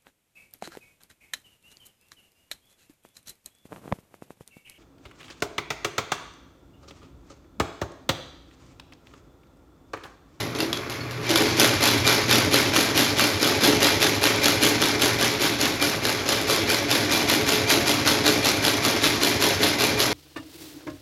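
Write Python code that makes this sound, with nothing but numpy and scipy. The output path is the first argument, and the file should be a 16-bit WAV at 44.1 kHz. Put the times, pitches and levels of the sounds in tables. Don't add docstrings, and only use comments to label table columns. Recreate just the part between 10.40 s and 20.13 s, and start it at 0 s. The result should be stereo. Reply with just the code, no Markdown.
import sys
import numpy as np
from scipy import signal
from scipy.fft import rfft, irfft, next_fast_len
from scipy.io import wavfile
from scipy.ndimage import uniform_filter1d

SR = 44100
rng = np.random.default_rng(int(sys.argv[2]) if len(sys.argv) > 2 else 0)


def pcm_store(signal):
    levels = np.round(np.clip(np.atleast_2d(signal), -1, 1) * 32767)
    wavfile.write(sys.argv[1], SR, levels.astype(np.int16).T)


N = 429093

# (time of awl's blow [s], force of stroke [dB], awl's blow [dB],
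# time of locking blow [s], locking blow [dB], force of return [dB])
STITCHES = [(0.9585, -25.5, 6.5, 1.004, -5.5, -26.5), (1.1978, -18.5, 9.5, 1.245, 4.5, -26.5),
            (1.4388, -19.5, 8.5, 1.4752, 3.5, -26.0), (1.6765, -20.5, 8.0, 1.7278, 1.5, -27.0),
            (1.9115, -19.0, 8.5, 1.956, 3.0, -27.0), (2.1421, -20.5, 8.5, 2.1769, 0.5, -27.0),
            (2.3628, -20.5, 7.0, 2.4099, -2.5, -26.5), (2.5765, -20.0, 6.0, 2.6091, 3.0, -27.0),
            (2.7954, -21.5, 6.0, 2.8393, 2.5, -29.0), (3.0293, -22.0, 5.5, 3.0761, -1.0, -26.0),
            (3.2364, -19.5, 6.5, 3.2758, 3.0, -25.0), (3.4297, -19.0, 6.0, 3.4698, 1.0, -25.5),
            (3.6272, -20.5, 7.5, 3.6682, -1.5, -28.5), (3.8396, -21.5, 7.5, 3.8717, 3.0, -26.0),
            (4.0429, -19.5, 6.0, 4.0828, 4.0, -26.5), (4.2343, -20.0, 8.0, 4.2662, 2.5, -26.5),
            (4.4247, -22.0, 6.0, 4.4575, 0.5, -28.0), (4.6193, -21.5, 5.0, 4.6584, 2.5, -27.0),
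            (4.812, -22.0, 4.0, 4.8456, 2.0, -28.5), (5.0247, -22.5, 0.0, 5.0529, -5.5, -29.0),
            (5.2122, -23.5, 3.0, 5.2547, -1.0, -30.5), (5.4254, -24.0, 5.5, 5.4638, -3.0, -31.5),
            (5.6523, -26.5, 4.0, 5.6934, 1.0, -31.0), (5.8898, -24.0, 5.0, 5.9261, 0.0, -29.0),
            (6.0984, -22.0, 3.5, 6.1327, 0.5, -28.0), (6.3015, -23.0, 5.0, 6.3456, 0.5, -30.0),
            (6.5135, -22.5, 5.5, 6.5532, 0.0, -27.0), (6.7229, -20.5, 3.5, 6.7631, -4.5, -27.5),
            (6.8989, -20.7, 6.5, 6.9306, 0.5, -26.5), (7.0898, -22.5, 6.0, 7.1229, 1.5, -28.0),
            (7.3022, -20.5, 5.5, 7.3406, -2.5, -27.0), (7.4809, -22.0, 5.0, 7.5136, 0.5, -27.0),
            (7.6753, -21.0, 6.5, 7.7074, -3.5, -27.0), (7.8649, -21.5, 6.0, 7.8966, -0.5, -27.0),
            (8.0552, -21.0, 3.5, 8.0893, 3.5, -27.5), (8.2507, -22.0, 5.0, 8.2811, 2.0, -27.5),
            (8.45, -22.0, 4.0, 8.4827, 0.5, -27.0), (8.6415, -21.5, 5.5, 8.6743, 0.0, -27.5),
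            (8.8335, -21.0, 6.0, 8.8715, 0.0, -27.0), (9.0235, -22.0, 5.5, 9.0558, -0.5, -27.0),
            (9.2316, -22.0, 3.5, 9.2688, -5.0, -27.0), (9.4076, -21.5, 3.0, 9.4385, 3.0, -28.0),
            (9.6026, -22.5, 6.5, 9.634, -3.5, -27.5)]
# (time [s], crack [dB], rattle of loose parts [dB], shaking of frame [dB])
KNOCKS = [(0.002, -31, -31, -27), (0.15, -10, -31.5, -32), (0.187, -9, -34, -25), (0.204, 2, -31.5, -29),
          (0.33, 1, -35, -47), (0.373, -6, -50, -44), (0.498, -6, -32, -48), (.558, -14, -42, -55),
          (.71, -11, -39, -55), (.868, -9, -46, -43), (0.892, -1, -23.5, -26), (0.906, 4, -24, -20),
          (1.0034, -8, -27, -18.5), (3.249, 6.5, -39, -15), (4.271, -2, -44, -42), (5.7005, 2, -33, -47)]


def amp(db):
    return 10 ** (np.asarray(db) / 20)


def evened(x):
    return x / np.sqrt(np.mean(x ** 2) + 1e-20)


def wander(size):
    return evened(uniform_filter1d(uniform_filter1d(rng.standard_normal(N), size), size))


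def add(mix, s, sound):
    part = mix[max(round(s * SR), 0):][:len(sound)]
    part += sound[:len(part)]


def above(x, hz, order=2):
    return signal.sosfilt(signal.butter(order, min(hz, SR / 3), "high", fs=SR, output="sos"), x + 1e-18)


def read(points, hz):
    f, value = np.transpose(points)
    return np.interp(np.log(hz + 1), np.log(f + 1), value)


def causal(gain):
    return np.fft.ifft(np.exp(np.conj(signal.hilbert(np.log(gain + 1e-6))))).real[:len(gain) // 2]


def colour(points, size=2048):
    return causal(amp(read(points, abs(np.fft.fftfreq(size, 1 / SR)))))


def modes(table, size=32768):
    f = abs(np.fft.fftfreq(size, 1 / SR))
    power = sum((amp(db) / (1 + ((f - hz) / width) ** 2)) ** 2 for hz, width, db in table)
    return causal(np.sqrt(power))


def through(x, response):
    return signal.oaconvolve(x, response / np.linalg.norm(response))[:N]


def together(*levels_db):
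    return 10 * np.log10(sum(amp(db) ** 2 for db in levels_db) + 1e-20)


def contacts(per_s, spread_db):
    when, force, side = rng.random((int(per_s * N / SR), 3)).T
    size = amp(spread_db * np.minimum(-np.log(1 - force), 4)) * np.sign(side - .5)
    return evened(np.bincount((when * N).astype(int), size, N))


def blows(times, db):
    out = np.zeros(N)
    at = np.round(times * SR).astype(int)
    inside = (at >= 0) & (at < N)
    np.add.at(out, at[inside], amp(db)[inside])
    return out


def struck(times, db, crack_s, ring_s, count=7):
    t = np.arange(SR // 40) / SR
    out = np.zeros(N)
    for s, gain in zip(times, amp(db)):
        crack = rng.choice([-1., 1.], len(t))
        partials_hz = 1200 * 9 ** rng.random(count)
        ring = np.sin(2 * np.pi * np.outer(partials_hz, t)).sum(0)
        blow = evened(crack * np.exp(-t / crack_s)) + amp(-6) * evened(ring * np.exp(-t / ring_s))
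        add(out, s, gain * blow / np.linalg.norm(blow))
    return out


def ping(hz, decay_s):
    t = np.arange(0, 2 * np.pi * decay_s, 1 / SR)
    return np.exp(-t / decay_s) * np.sin(2 * np.pi * hz * t)


def turn_starts():
    awl = np.array(STITCHES)[:, 0]
    return np.r_[2 * awl[0] - awl[1], awl, 2 * awl[-1] - awl[-2]]


def turn_angle():
    starts = turn_starts()
    return np.interp(np.arange(N) / SR, starts, np.arange(len(starts))) % 1


def stitch_force_db():
    return np.interp(np.arange(N) / SR, *np.transpose(STITCHES)[:2])


def engagement():
    bite_s, rise_s = 0.794, 0.12
    return np.clip((np.arange(N) / SR - bite_s) / rise_s, 1e-6, 1)


def machine():
    clatter_db, hard_db, frame_db = load()
    ticks, knocks, thumps = cams(scatter_s=.0005, uneven_db=1.8)
    chatter = rattle(per_s=290, ring_s=.0025)
    hard = strikes() + amp(15) * ticks + amp(hard_db - 1) * chatter
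    dull = contacts(per_s=4000, spread_db=2)
    steel = steel_contacts(hard, dull, clatter_db)
    links_db = (clatter_db + hard_db) / 2 - 5.5
    steel += clacks(links_db, per_s=110, decay_s=.004, low_hz=1100, high_hz=6500)
    steel += levers_ringing(scatter_s=.002, uneven_db=3, detune=.35) + thread()
    rings = shafts(hard, clatter_db)
    frame = cast_frame(knocks, frame_db)
    return steel + rings + frame + gear_whine(dull) + bench(thumps, frame_db)


def load():
    # (share of a turn, level [dB])
    rest = [(.66, 0), (.76, -1.5), (.84, -2.5), (.88, 0)]
    t, angle = np.arange(N) / SR, turn_angle()
    hold, fall, rise, grip = 0.054, 0.7, 0.15, 0.03
    after_awl = np.interp(angle, [hold, hold + fall], [1, 0])
    before_awl = np.interp(angle, [1 - rise, 1 - rise + grip, 1], [0, .36, .6])
    stroke = np.maximum(after_awl, before_awl)

    awl, _, _, _, _, return_db = np.transpose(STITCHES)
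    engaged_db = 20 * np.log10(engagement())
    working_db = stitch_force_db() + engaged_db
    half_turn_s = np.diff(turn_starts())[1:] / 2
    returning_db = np.interp(t, awl + half_turn_s, return_db) + engaged_db
    returning_db += np.interp(angle, *np.transpose(rest))

    def blend(on_return_db, on_stroke_db):
        return (1 - stroke) * (returning_db + on_return_db) + stroke * (working_db + on_stroke_db)

    at, _, rattle_db, shaking_db = np.transpose(KNOCKS)
    loose = settling(at, rattle_db, db_per_s=167)
    shaken = settling(at, shaking_db, db_per_s=120)
    clatter = together(blend(0.47, -0.5), loose, -44.5)
    hard = together(blend(-13, -2), loose - 2.5)
    frame = together(blend(-0.5, -3.5), shaken, -35.5)
    return clatter, hard, frame


def settling(times, db, db_per_s):
    power, fade = np.zeros(N), amp(-db_per_s * np.arange(SR) / SR) ** 2
    for s, gain in zip(times, amp(db)):
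        add(power, s, gain ** 2 * fade)
    return 10 * np.log10(power + 1e-20)


def strikes():
    awl, _, awl_db, lock, lock_db, _ = np.transpose(STITCHES)
    punch = struck(awl, awl_db + .3, crack_s=.0019, ring_s=.004)
    locking = struck(lock, lock_db + .7, crack_s=.0013, ring_s=.005)
    levers = struck(*np.transpose(KNOCKS)[:2], crack_s=.0017, ring_s=.004)
    return punch + locking + uniform_filter1d(levers, size=2)


def cams(scatter_s, uneven_db):
    # (share of a turn, tick [dB], lowest pitch of tick [Hz], frame knock [dB], bench thump [dB])
    cam_table = [(.072, 9, 2500, 17.5, -37), (.104, -0.5, 1500, 22, -26), (.14, -5, 1500, 16.5, -46),
                 (.205, 4.5, 1000, 18.5, -34), (.26, -1, 2000, 14, -45), (.315, 6, 5000, 14.5, -45),
                 (.4, -2, 1000, 16, -40), (.455, -5, 1500, 13.5, -36), (.505, -15, 1000, 17.5, -23.5),
                 (.547, -14, 2000, 13, -39), (.595, 0, 800, 14.5, -38), (.64, -4, 800, 12, -17),
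                 (.69, -6, 1500, 12, -20), (.725, -17, 1500, 15.5, -19), (.876, -3, 1000, 11, -20),
                 (.925, 1, 1500, 18, -31), (.96, 6.5, 1990, 12, -33), (.978, 0, 1000, 18, -31)]
    awl, force_db = np.transpose(STITCHES)[:2]
    turn_s = np.diff(turn_starts())[1:]
    ticks, knocks, thumps = np.zeros((3, N))
    for share, tick_db, lowest_hz, knock_db, thump_db in cam_table:
        late, force, weight = rng.standard_normal((len(awl), 3)).T
        at = awl + share * turn_s + scatter_s * late
        tick = struck(at, tick_db + force_db + uneven_db * force, crack_s=.002, ring_s=.006)
        ticks += above(tick, lowest_hz)
        knocks += blows(at, knock_db + force_db + uneven_db * weight)
        thumps += blows(at, thump_db + force_db + .5 * uneven_db * weight)
    return ticks, knocks, thumps


def rattle(per_s, ring_s):
    t = np.arange(SR // 70) / SR
    fade = np.exp(-t / ring_s) + np.exp(-10 * t / ring_s)
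    out = np.zeros(N)
    for when, force in rng.random((int(per_s * N / SR), 2)):
        add(out, when * N / SR, amp(10 * force ** 2) * fade * rng.standard_normal(len(t)))
    return evened(out)


def steel_contacts(hard, dull, clatter_db):
    # (frequency [Hz], relative level [dB])
    hard_colour = [(100, -55.5), (400, 6.5), (900, -1), (1500, -1), (1800, -10), (2800, 1), (4200, 2.8),
                   (6000, -3), (8000, -1.5), (10000, -3), (13000, -6), (16000, -16.5)]
    # (frequency [Hz], relative level [dB])
    dull_colour = [(60, -53), (200, -0.5), (500, -2), (900, 3.5), (1400, -2.5), (1800, 1.5), (2300, 2),
                   (2800, -1.5), (4200, 0.5), (6000, -4.5), (9000, -11), (16000, -36)]
    return through(hard, colour(hard_colour)) + through(amp(clatter_db - 4) * dull, colour(dull_colour))


def clacks(level_db, per_s, decay_s, low_hz, high_hz, count=3):
    out = np.zeros(N)
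    for when, force, *links in rng.random((int(per_s * N / SR), 2 + count)):
        ring = sum(ping(low_hz * (high_hz / low_hz) ** link, decay_s) for link in links)
        add(out, when * N / SR, amp(9 * force) * ring)
    return amp(level_db) * evened(out)


def clink(hz, decay_s, count=3):
    out = ping(hz, decay_s)
    for partial_hz in rng.uniform(1800, 6500, count):
        add(out, 0, amp(-11) * ping(partial_hz, .002))
    return out


def levers_ringing(scatter_s, uneven_db, detune):
    # (share of a turn, middle frequency [Hz], decay [s], relative level [dB])
    turn_rings = [(.075, 3400, .007, -4), (.095, 2380, .014, -10), (.165, 3450, .005, -4),
                  (.19, 2380, .012, -9), (.195, 1450, .004, -5), (.385, 2380, .018, -11),
                  (.46, 2370, .01, -13), (.64, 2350, .012, -13), (.87, 2385, .022, -9),
                  (.925, 2385, .018, -9)]
    # (time [s], relative level [dB], frequency [Hz], decay [s])
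    loud_clinks = [(.204, -19, 2750, .005), (.205, -21, 4500, .005), (.329, -16, 3340, .003),
                   (.608, -31, 4400, .02), (.866, -26, 2330, .02), (.905, -20, 4480, .005),
                   (.958, -16, 3400, .004), (.959, -19, 4740, .005), (.962, -21, 2335, .018),
                   (1.198, -18, 3450, .003), (1.264, -19, 1290, .007), (1.44, -16, 3450, .003),
                   (1.476, -17, 4130, .003), (1.483, -18, 3445, .007), (1.929, -17, 3360, .008),
                   (2.142, -16, 4650, .005), (4.018, -24, 2390, .025), (4.058, -18, 3360, .007),
                   (4.082, -15, 1380, .005), (4.218, -22, 2385, .025), (4.234, -15, 1465, .005),
                   (4.248, -17, 3360, .007), (4.437, -18, 3880, .007), (4.658, -17, 1500, .005),
                   (5.011, -22, 4480, .003), (5.044, -20, 3100, .003), (5.409, -28, 2380, .025),
                   (6.28, -25, 2370, .03), (6.303, -18, 1465, .005), (6.526, -17, 3445, .008),
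                   (6.694, -24, 2390, .025), (6.727, -24, 2380, .025), (7.265, -23, 2375, .03),
                   (7.286, -22, 4600, .005), (7.298, -19, 3190, .007), (7.46, -24, 2390, .025),
                   (7.498, -20, 2070, .007), (7.513, -21, 3360, .007), (7.881, -25, 2370, .025),
                   (8.089, -17, 4080, .005), (8.264, -21, 3420, .008), (8.28, -19, 3420, .006),
                   (9.439, -18, 3790, .003), (9.441, -20, 2400, .015), (9.603, -20, 5000, .005)]
    awl, force_db = np.transpose(STITCHES)[:2]
    turn_s = np.diff(turn_starts())[1:]
    out = np.zeros(N)
    for share, hz, decay_s, db in turn_rings:
        late, force, pitch = rng.standard_normal((len(awl), 3)).T
        times = awl + share * turn_s + scatter_s * late
        gains = amp(db - 1.5 + force_db + uneven_db * force)
        for s, gain, shift in zip(times, gains, pitch):
            add(out, s, gain * clink(hz + detune * shift / decay_s, decay_s))
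    for s, db, hz, decay_s in loud_clinks:
        add(out, s, amp(db - 2.5) * clink(hz, decay_s))
    return out


def thread():
    hiss_shares = [.13, .2, .33, .42]
    drawn = np.interp(turn_angle(), hiss_shares, [0, 1, 1, 0])
    hiss = above(contacts(per_s=3000, spread_db=3), 6500)
    return engagement() * drawn * amp(stitch_force_db() - 15.5) * hiss


def shafts(hard, clatter_db):
    # (frequency [Hz], width [Hz], relative level [dB])
    shaft_modes = [(1330, 40, -12), (1520, 142, -7), (2122, 160, -3), (2383, 88, -5), (3363, 40, -5.5),
                   (5250, 60, -5)]
    flare_db = 0.5 * wander(size=1500)
    gears = amp(0.74 * clatter_db - 11 + flare_db) * contacts(per_s=300, spread_db=3.5)
    return amp(-7) * through(gears + 0.36 * hard, modes(shaft_modes))


def cast_frame(knocks, frame_db):
    # (frequency [Hz], width [Hz], relative level [dB])
    frame_modes = [(178, 24.6, -6.5), (223, 18.4, -2.5), (268, 20, 0.5), (294, 18.7, 4.5), (321.4, 14, 1.5),
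                   (338, 12.2, 3), (398, 14.3, 0), (428, 17.2, 2.5), (543, 30, -1), (572, 22, -8),
                   (639, 26, -7.5), (693, 14.6, -4), (848, 34, -8.5)]
    jolts = contacts(per_s=300, spread_db=1.8)
    return flexed(through(amp(frame_db - 5) * jolts + knocks, modes(frame_modes)))


def flexed(x, drift_s=.0002):
    t = np.arange(N) / SR
    return np.interp(t + drift_s * wander(size=1500), t, x)


def gear_whine(dull):
    # (frequency [Hz], width [Hz], relative level [dB])
    whine_modes = [(425, 10.7, -3), (693, 8.7, -0.5)]
    # (time [s], level [dB])
    whine_level = [(1, -50), (5.8, -47), (6.3, -39), (9.7, -38.5)]
    level_db = np.interp(np.arange(N) / SR, *np.transpose(whine_level))
    return through(amp(level_db) * dull, modes(whine_modes))


def bench(thumps, frame_db):
    # (frequency [Hz], width [Hz], relative level [dB])
    bench_modes = [(47, 12, -38), (76.4, 29, -1), (94.5, 15, -1), (111, 26, 3.5)]
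    rumble = amp(frame_db - 21.5) * rng.standard_normal(N)
    return through(amp(31) * thumps + rumble, modes(bench_modes))


def drive(uneven_db=0.0, waver_hz=2):
    # (share of a turn, middle frequency [Hz], level over the stitch's force [dB])
    drone = [(0, 124, -18.5), (.25, 118, -18), (.5, 107, -19), (.7, 93, -16.5), (.85, 108, -27)]
    angle, (share, hz, db) = turn_angle(), np.transpose(drone)
    pitch = np.interp(angle, share, hz, period=1) + waver_hz * wander(size=3000)
    drone_db = np.interp(angle, share, db, period=1) + uneven_db * wander(size=3000)
    level = amp(stitch_force_db() + drone_db)
    return engagement() * level * np.sqrt(2) * np.sin(2 * np.pi * np.cumsum(pitch) / SR)


def clutch(waver_hz=5, shudder_db=3):
    # (start [s], length [s], level before it sinks and shudders [dB])
    groans = [(.19, .14, -27.5), (.9, .08, -21), (1.0, .35, -31)]
    level = np.zeros(N)
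    for start, length, db in groans:
        t = np.arange(0, length, 1 / SR)
        ramps = np.minimum(np.minimum(t, length - t) / .015, 1)
        add(level, start, ramps * amp(db - 8 * t / length))
    turns = np.cumsum(328 + waver_hz * wander(size=600)) / SR
    return np.sqrt(2) * np.sin(2 * np.pi * turns) * level * amp(shudder_db * wander(size=500))


def motor(waver_hz=2.7):
    # (frequency [Hz], relative level [dB])
    belt_colour = [(15, -77), (25, -37), (84, -18), (99, -3.5), (119, 5), (136, -5), (148, -31.5),
                   (173, -4.5), (198, -31), (340, -9.5), (782, -25.5), (1100, -16), (1450, -18.5),
                   (1800, -20.5), (2350, -20), (3000, -29.5), (4260, -31), (8130, -39), (15500, -42)]
    # (time [s], level [dB])
    hum_level = [(0, -34), (.4, -47.5), (.75, -34.5), (1, -34), (2.3, -36.5), (2.8, -52), (9.7, -51)]
    pitch = 120.3 + waver_hz * wander(size=4000)
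    hum = np.sqrt(2) * np.sin(2 * np.pi * np.cumsum(pitch) / SR)
    belt = amp(-36) * through(contacts(per_s=2500, spread_db=-1), colour(belt_colour))
    return belt, amp(np.interp(np.arange(N) / SR, *np.transpose(hum_level))) * hum


def workshop(x, bass_t60, treble_t60, count=3):
    shares = np.array([wander(size=400) for _ in range(count)]) ** 2
    shares /= np.linalg.norm(shares, axis=0)
    return sum(through(x * share, echoes(bass_t60, treble_t60)) for share in shares)


def echoes(bass_t60, treble_t60):
    count = SR // 2
    taps = rng.choice([-1., 1.], count)
    taps *= rng.random(count) < 2500 / SR
    taps *= np.arange(count) > .003 * SR
    hz, t, z = signal.stft(taps, SR, nperseg=256)
    t60 = read([(300, bass_t60), (10000, treble_t60)], hz)[:, None]
    return above(signal.istft(z * amp(-60 * t / t60), SR, nperseg=256)[1], 110)


def stereo_image(front, diffuse):
    # (frequency [Hz], phase [radians])
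    phase_lag = [(0, 0), (6150, 0), (6400, .7), (7400, 1.8), (8250, np.pi), (9700, 4.6), (11600, 2 * np.pi),
                 (13300, 7.8), (14800, 3 * np.pi), (16000, 10.2)]
    # (frequency [Hz], level [dB])
    width = [(60, -17), (150, -17), (350, -15), (650, -13.5), (1850, -10), (2150, -41), (8000, -107)]
    # (frequency [Hz], left over right [dB])
    balance = [(60, -1.4), (300, -1.6), (600, -.4), (1500, 0)]
    likeness = .72
    size = next_fast_len(N)
    hz = np.fft.rfftfreq(size, 1 / SR)
    a, b = rfft(front, size), rfft(diffuse, size)
    half_phase = np.interp(hz, *np.transpose(phase_lag)) / 2
    mid = np.cos(half_phase) * a
    shifted = likeness * a + np.sqrt(1 - likeness ** 2) * b
    side = -1j * np.sin(half_phase) * shifted + amp(read(width, hz)) * b
    lean = amp(read(balance, hz) / 2)
    return irfft(np.array([(mid + side) * lean, (mid - side) / lean]), size)[:, :N]


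def scene():
    belt, hum = motor()
    direct = machine() + belt
    front = direct + hum + drive() + clutch()
    front += amp(-5.5) * workshop(direct, bass_t60=0.22, treble_t60=0.32)
    diffuse = amp(2.5) * workshop(direct, bass_t60=0.31, treble_t60=0.16)
    return stereo_image(front, diffuse)


def record(dry):
    held = np.clip(above(dry, 36, order=6), -.9, .9)
    low_pass = signal.firwin(511, 15900, window=("kaiser", 9), fs=SR)
    return signal.oaconvolve(held, low_pass[None], "same")


dry = scene()
out = record(dry)
pcm_store(out)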